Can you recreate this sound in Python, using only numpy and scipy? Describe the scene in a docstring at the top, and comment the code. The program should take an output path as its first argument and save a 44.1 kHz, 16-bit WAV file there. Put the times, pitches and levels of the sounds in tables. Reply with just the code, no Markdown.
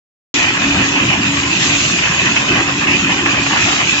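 """Corn cobs tumble in flurries through a motor-driven thresher, knocking on its casing and ringing its steel cage:
random impacts through damped resonances, plus single hard blows.
Stripped kernels spray out as a dense hiss of coloured clicks. The drum hums at multiples of the shaft rate
over a rumble of churned air (filtered noise); one puff of wind buffets low. Silence first, then an abrupt start."""
import sys
import numpy as np
from scipy import signal
from scipy.fft import rfft, irfft
from scipy.io import wavfile
from scipy.ndimage import uniform_filter1d, map_coordinates

SR = 44100
rng = np.random.default_rng(int(sys.argv[2]) if len(sys.argv) > 2 else 0)


def master(y):
    """Save y as 16-bit WAV."""
    cut = np.clip(np.atleast_2d(y).T, -1, 1)
    pcm = np.round(cut * 32767)  # scale
    wavfile.write(sys.argv[1], SR, pcm.astype(np.int16))


N = 176400


def undb(db):
    """Decibels to gain."""
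    return 10 ** (np.asarray(db) / 20)


def unit(x):
    """Scale to rms 1."""
    return x / np.sqrt(np.mean(x ** 2))


def clock():
    """Time of each sample, s."""
    return np.arange(N) / SR


def curve(rows):
    """Gain over time from (t/s, level/dB)."""
    return undb(np.interp(clock(), *np.array(rows).T))


def walk(rate_hz):
    """Random levels held 1 / rate_hz, then smoothed twice; rms 1."""
    hold = max(int(SR / rate_hz), 2)
    steps = rng.standard_normal(1000)[np.arange(N) // hold % 1000]
    return unit(uniform_filter1d(uniform_filter1d(steps, hold), hold))


def bins():
    """Frequency of each spectral line, Hz, floored at 1."""
    return np.maximum(np.arange(N // 2 + 1) * SR / N, 1)


def shape_db(rows):
    """Spectrum in dB from (f/Hz, level/dB), joined on a log-frequency axis."""
    hz, db = np.array(rows).T
    return np.interp(np.log(bins()), np.log(hz), db)


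def colour(x, rows):
    """Filter by (f/Hz, level/dB); rms 1."""
    return unit(irfft(rfft(x) * undb(shape_db(rows)), N))


def resonate(x, hz, half_width_hz):
    """One damped resonance, squared for steep skirts: about -6 dB at hz +- half_width_hz."""
    f = bins()
    detuning = (f / hz - hz / f) * hz / (2 * half_width_hz)
    return irfft(rfft(x) / (1 + 1j * detuning) ** 2, N)


def struck(blows, modes):
    """Blows ring a body's resonances, alternating in sign; rms 1."""
    ringing = 0
    for k, (hz, half_width_hz, db) in enumerate(modes):
        ringing = ringing + (-1) ** k * undb(db) * resonate(blows, hz, half_width_hz)
    return unit(ringing)


def impacts(per_s, spread_db, scatter_s, direct):
    """Random clicks of uneven size, shared by both sides, each with a diffuse splash off ground and machine."""
    size = undb(spread_db * np.clip(rng.standard_normal(N), -2, 2))
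    clicks = (rng.random(N) < per_s / SR) * size * rng.choice([-1, 1], N)
    energy = signal.lfilter([1], [1, -np.exp(-1 / (scatter_s * SR))], clicks ** 2)
    splash = np.sqrt(energy) * rng.standard_normal((2, N))
    # direct: share of the power
    return np.sqrt(direct) * unit(clicks) + np.sqrt(1 - direct) * unit(splash)


BAND_HZ = 130


def flicker(x, depth_db, rate_hz):
    """Narrow bands swell and fade independently; swells are capped sooner than fades."""
    f, t, spectrum = signal.stft(x, SR, nperseg=1024, noverlap=768)
    grid = np.meshgrid(f / BAND_HZ, t * rate_hz, indexing="ij")
    chance = map_coordinates(rng.standard_normal((200, 600)), grid, order=1, mode="mirror")
    gain = unit(undb(depth_db * chance.clip(-3, 1.2)))
    return signal.istft(spectrum * gain, SR, nperseg=1024, noverlap=768)[1][:, :N]


PUFF_S, PUFF_LENGTH_S, PUFF_HZ, PUFF_DB = 1.835, 0.021, 32.3, -33


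def puff():
    """A brief low buffet of wind: resonant noise under a bell-shaped swell."""
    swell = np.exp(-((clock() - PUFF_S) / PUFF_LENGTH_S) ** 2)
    return undb(PUFF_DB) * swell * unit(resonate(rng.standard_normal(N), PUFF_HZ, PUFF_HZ))


# drum hum partials: [multiple of shaft rate, relative level/dB]
HUM_PARTIALS = [(1, -19), (3, 0), (6, -19)]
# hum level: [t/s, level/dB]
HUM_COURSE = [(.34, -22), (.5, -31.5), (.55, -26.5), (1.5, -26.5), (1.59, -41.5), (1.66, -25), (1.9, -39.5),
              (1.97, -32), (2.1, -36.5), (2.55, -29), (2.7, -32.5), (3.4, -27.5), (3.5, -33), (4.0, -30)]
# colour of churned air and motor: [f/Hz, level/dB]
AIR_COLOUR = [(20, -25), (40, -16), (60, -7.5), (85, 0.5), (200, 2.5), (255, 0), (335, 2), (400, -5),
              (470, -18), (700, -21.5), (1500, -39)]
# colour of the rumble spread around the yard: [f/Hz, level/dB]
YARD_COLOUR = [(100, -30), (200, -16), (300, -4), (380, 0), (450, -4), (600, -20), (1500, -50)]
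# rumble level: [t/s, level/dB]
RUMBLE_COURSE = [(.34, -22), (.49, -26), (.8, -21), (.9, -25), (1.05, -19.5), (1.23, -24.5), (1.47, -23),
                 (1.86, -23), (2.05, -26), (2.28, -22), (2.41, -23.5), (2.57, -20.5), (2.65, -26),
                 (2.9, -22), (3.15, -22), (3.5, -25), (3.74, -24.5), (4.0, -28)]
HUM_WAVER_DB, HUM_JITTER_TURNS = 3.5, 0.049  # rms
THROB_DB, YARD_DB = 0.75, -12


def drum(turns):
    """Beater bars hum over motor and churned air; the air throbs every second turn, its yard part opposed L/R."""
    shaken = turns + HUM_JITTER_TURNS * walk(20)
    hum = 0
    for multiple, db in HUM_PARTIALS:
        level = undb(db + HUM_WAVER_DB * walk(14))
        hum = hum + level * np.sqrt(2) * np.sin(2 * np.pi * (multiple * shaken + rng.random()))
    air = flicker(colour(rng.standard_normal((1, N)), AIR_COLOUR), depth_db=3.5, rate_hz=30)
    air = air * undb(THROB_DB * np.sin(np.pi * turns))
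    wide = undb(YARD_DB) * colour(rng.standard_normal(N), YARD_COLOUR) * np.array([[1], [-1]])
    return hum * curve(HUM_COURSE) + (air + wide) * curve(RUMBLE_COURSE)


# colour of the kernel spray: [f/Hz, level/dB]
SPRAY_COLOUR = [(500, -27), (1200, -3), (1900, -1), (2250, -2), (2600, 7), (3400, 8), (4400, 3),
                (5900, 3.5), (6900, 7), (7500, 3.5)]
# flow of the kernel spray: [t/s, level/dB]
SPRAY_COURSE = [(.35, -11.5), (.5, -19), (.65, -18), (.77, -17), (.88, -18), (1.2, -19), (1.55, -16.5),
                (1.64, -12), (1.8, -13.5), (2.05, -16.5), (2.25, -16.5), (2.56, -17.5), (2.68, -19.5),
                (3.0, -18.5), (3.3, -19), (3.5, -16.5), (3.65, -13.5), (3.85, -16), (4.0, -13.5)]
KERNELS_PER_S, SPURT_DB, SPURT_RATE_HZ = 5000, 0.6, 24.88


def kernels():
    """Thousands of kernels a second tick on the chute and the concrete, in small spurts."""
    ticks = impacts(KERNELS_PER_S, spread_db=2.5, scatter_s=0.0072, direct=0.058)
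    hiss = flicker(colour(ticks, SPRAY_COLOUR), depth_db=4.0, rate_hz=22)
    return hiss * curve(SPRAY_COURSE) * undb(SPURT_DB * walk(SPURT_RATE_HZ))


# single hard blows of a cob: [t/s, casing knock level/dB, cage ring level/dB]
HARD_BLOWS = [(.423, -16, -16), (0.569, -15, -24.5), (0.812, -22, -20), (0.961, -22, -11),
              (1.102, -17, -17), (1.128, -26.5, -11.5), (1.85, -37, -13), (1.987, -19.5, -12.5),
              (2.035, -19, -11), (2.364, -15, -7), (2.601, -21, -17.5), (2.677, -19.5, -20.5),
              (2.87, -20, -19), (3.26, -11, -15), (3.343, -22.5, -18), (3.463, -14, -12),
              (3.602, -22, -14.5), (3.813, -20.5, -15.5)]
BLOW_DECAY_S = 0.011  # to 1/e


def hard_blows():
    """A cob flung at casing and cage: sudden dense impacts that die in a few hundredths of a second."""
    t = clock()
    crunch = impacts(5000, spread_db=1.5, scatter_s=.004, direct=0.47)
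    knock, ring = struck(crunch, CASING_MODES), struck(crunch, CAGE_MODES)
    total = 0
    for start_s, knock_db, ring_db in HARD_BLOWS:
        decay = (t >= start_s) * np.exp(-np.abs(t - start_s) / BLOW_DECAY_S)
        total = total + decay * (undb(knock_db) * knock + undb(ring_db) * ring)
    return total


# flurries of cobs: [middle t/s, length at half power/s, knock level/dB, ring level/dB]
COB_FLURRIES = [(0.37, 0.11, -23, -17.5), (0.446, 0.023, -19.5, -18.5), (0.484, 0.038, -19, -18),
                (0.555, .05, -22.5, -26), (0.634, 0.056, -20.5, -21), (0.767, 0.073, -21.5, -19),
                (0.822, 0.051, -19.5, -18.5), (0.993, 0.059, -21.5, -16.5), (1.124, 0.073, -25, -15),
                (1.38, 0.036, -25.5, -18), (1.463, 0.045, -24.5, -29.5), (1.528, 0.055, -30.5, -18.5),
                (1.662, 0.082, -24.5, -18.5), (1.749, 0.04, -25.5, -16), (1.939, 0.051, -28.5, -23.5),
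                (2.048, .06, -21, -16.5), (2.125, 0.038, -23, -18), (2.207, 0.043, -26, -17),
                (2.273, 0.051, -20.5, -20), (2.402, 0.073, -22.5, -24.5), (2.533, 0.13, -22, -18),
                (2.58, 0.041, -19.5, -18.5), (2.699, 0.031, -17.5, -23), (2.825, 0.025, -20, -23.5),
                (2.899, 0.072, -21, -15.5), (3.108, 0.064, -21.5, -16.5), (3.191, 0.059, -20.5, -19),
                (3.285, .04, -19, -24), (3.346, 0.085, -19, -18.5), (3.514, .03, -21, -24),
                (3.562, 0.043, -17, -18), (3.65, 0.075, -24, -20.5), (3.729, 0.078, -20.5, -22),
                (3.806, 0.025, -19, -19), (3.925, .15, -31.5, -17.5)]


def load(steady_db, column):
    """Battering strength: steady power plus a bell-shaped swell per flurry."""
    t, power = clock(), undb(steady_db) ** 2
    for row in COB_FLURRIES:
        middle_s, length_s = row[:2]
        power = power + undb(row[column]) ** 2 * .5 ** ((2 * (t - middle_s) / length_s) ** 2)
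    return np.sqrt(power)


# casing resonances: [f/Hz, half-width/Hz, level/dB]
CASING_MODES = [(582, 136, -5.5), (717, 174, -8), (1097, 322, -1), (1384, 337, -5), (1820, 368, -0.5)]
# steel cage resonances: [f/Hz, half-width/Hz, level/dB]
CAGE_MODES = [(2010, 205, -10), (2434, 134, -3), (2618, 106, -1), (2950, 226, -7)]
KNOCKS_PER_S, RINGS_PER_S = 450, 600
KNOCK_DB, RING_DB = -24, -20.5  # steady battering under the flurries


def cobs(turns):
    """Cobs knock on the casing, a little harder once each turn, and ring the cage."""
    beat = undb(0.3 * np.sin(2 * np.pi * turns))
    knocks = impacts(KNOCKS_PER_S, spread_db=0.5, scatter_s=0.045, direct=0.45) * beat
    rings = impacts(RINGS_PER_S, spread_db=2.0, scatter_s=0.0042, direct=0.54)
    casing = struck(knocks, CASING_MODES) * load(KNOCK_DB, column=2)
    cage = struck(rings, CAGE_MODES) * load(RING_DB, column=3)
    return flicker(casing + cage, depth_db=4, rate_hz=20)


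SHAFT_HZ, SHAFT_WANDER = 94.33, 0.0012  # wander: rms fraction


def scene():
    """One shaft drives the hum and the threshing."""
    turns = np.cumsum(SHAFT_HZ * (1 + SHAFT_WANDER * walk(6.0))) / SR
    return puff() + drum(turns) + kernels() + hard_blows() + cobs(turns)


# left minus right level: [f/Hz, level/dB]
SIDE_BALANCE = [(300, 2.5), (420, -3.5), (520, 5.5), (680, 9), (850, 2), (1050, -1), (1350, -2),
                (2250, 1.5), (2600, -4.5), (3100, -5), (3550, 2), (4150, 3.5), (5600, 5.5), (6200, -1),
                (6700, -2.5)]
# lead of left over right: [f/Hz, phase/rad]
SIDE_LEAD = [(280, 0), (420, .3), (530, 2.4), (860, .2), (1250, 1.7), (1600, .3), (1980, 2.6), (2230, 3.1),
             (2600, 2.7), (3190, 4.9), (3880, 5.8)]
START_S, ALIKE_HZ, CEILING, TOP_HZ = .341, 250, .78, 7550


def record(dry):
    """Two ports share the bass, differ in level and phase above; abrupt start, rounded peaks, steep low-pass."""
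    apart = np.clip(bins() / ALIKE_HZ - 1, 0, 1)  # full from 2 * ALIKE_HZ
    balance_db = shape_db(SIDE_BALANCE) * apart
    lead_rad = np.interp(bins(), *np.array(SIDE_LEAD).T) * apart
    sides = np.array([[.5], [-.5]])
    heard = irfft(rfft(dry) * undb(sides * balance_db) * np.exp(1j * sides * lead_rad), N)
    heard = heard * (clock() >= START_S)
    heard = heard / (1 + (heard / CEILING) ** 8) ** (1 / 8)
    low_pass = signal.ellip(14, .1, 90, TOP_HZ, fs=SR, output="sos")
    return signal.sosfilt(low_pass, heard)


dry = scene()
out = record(dry)
master(out)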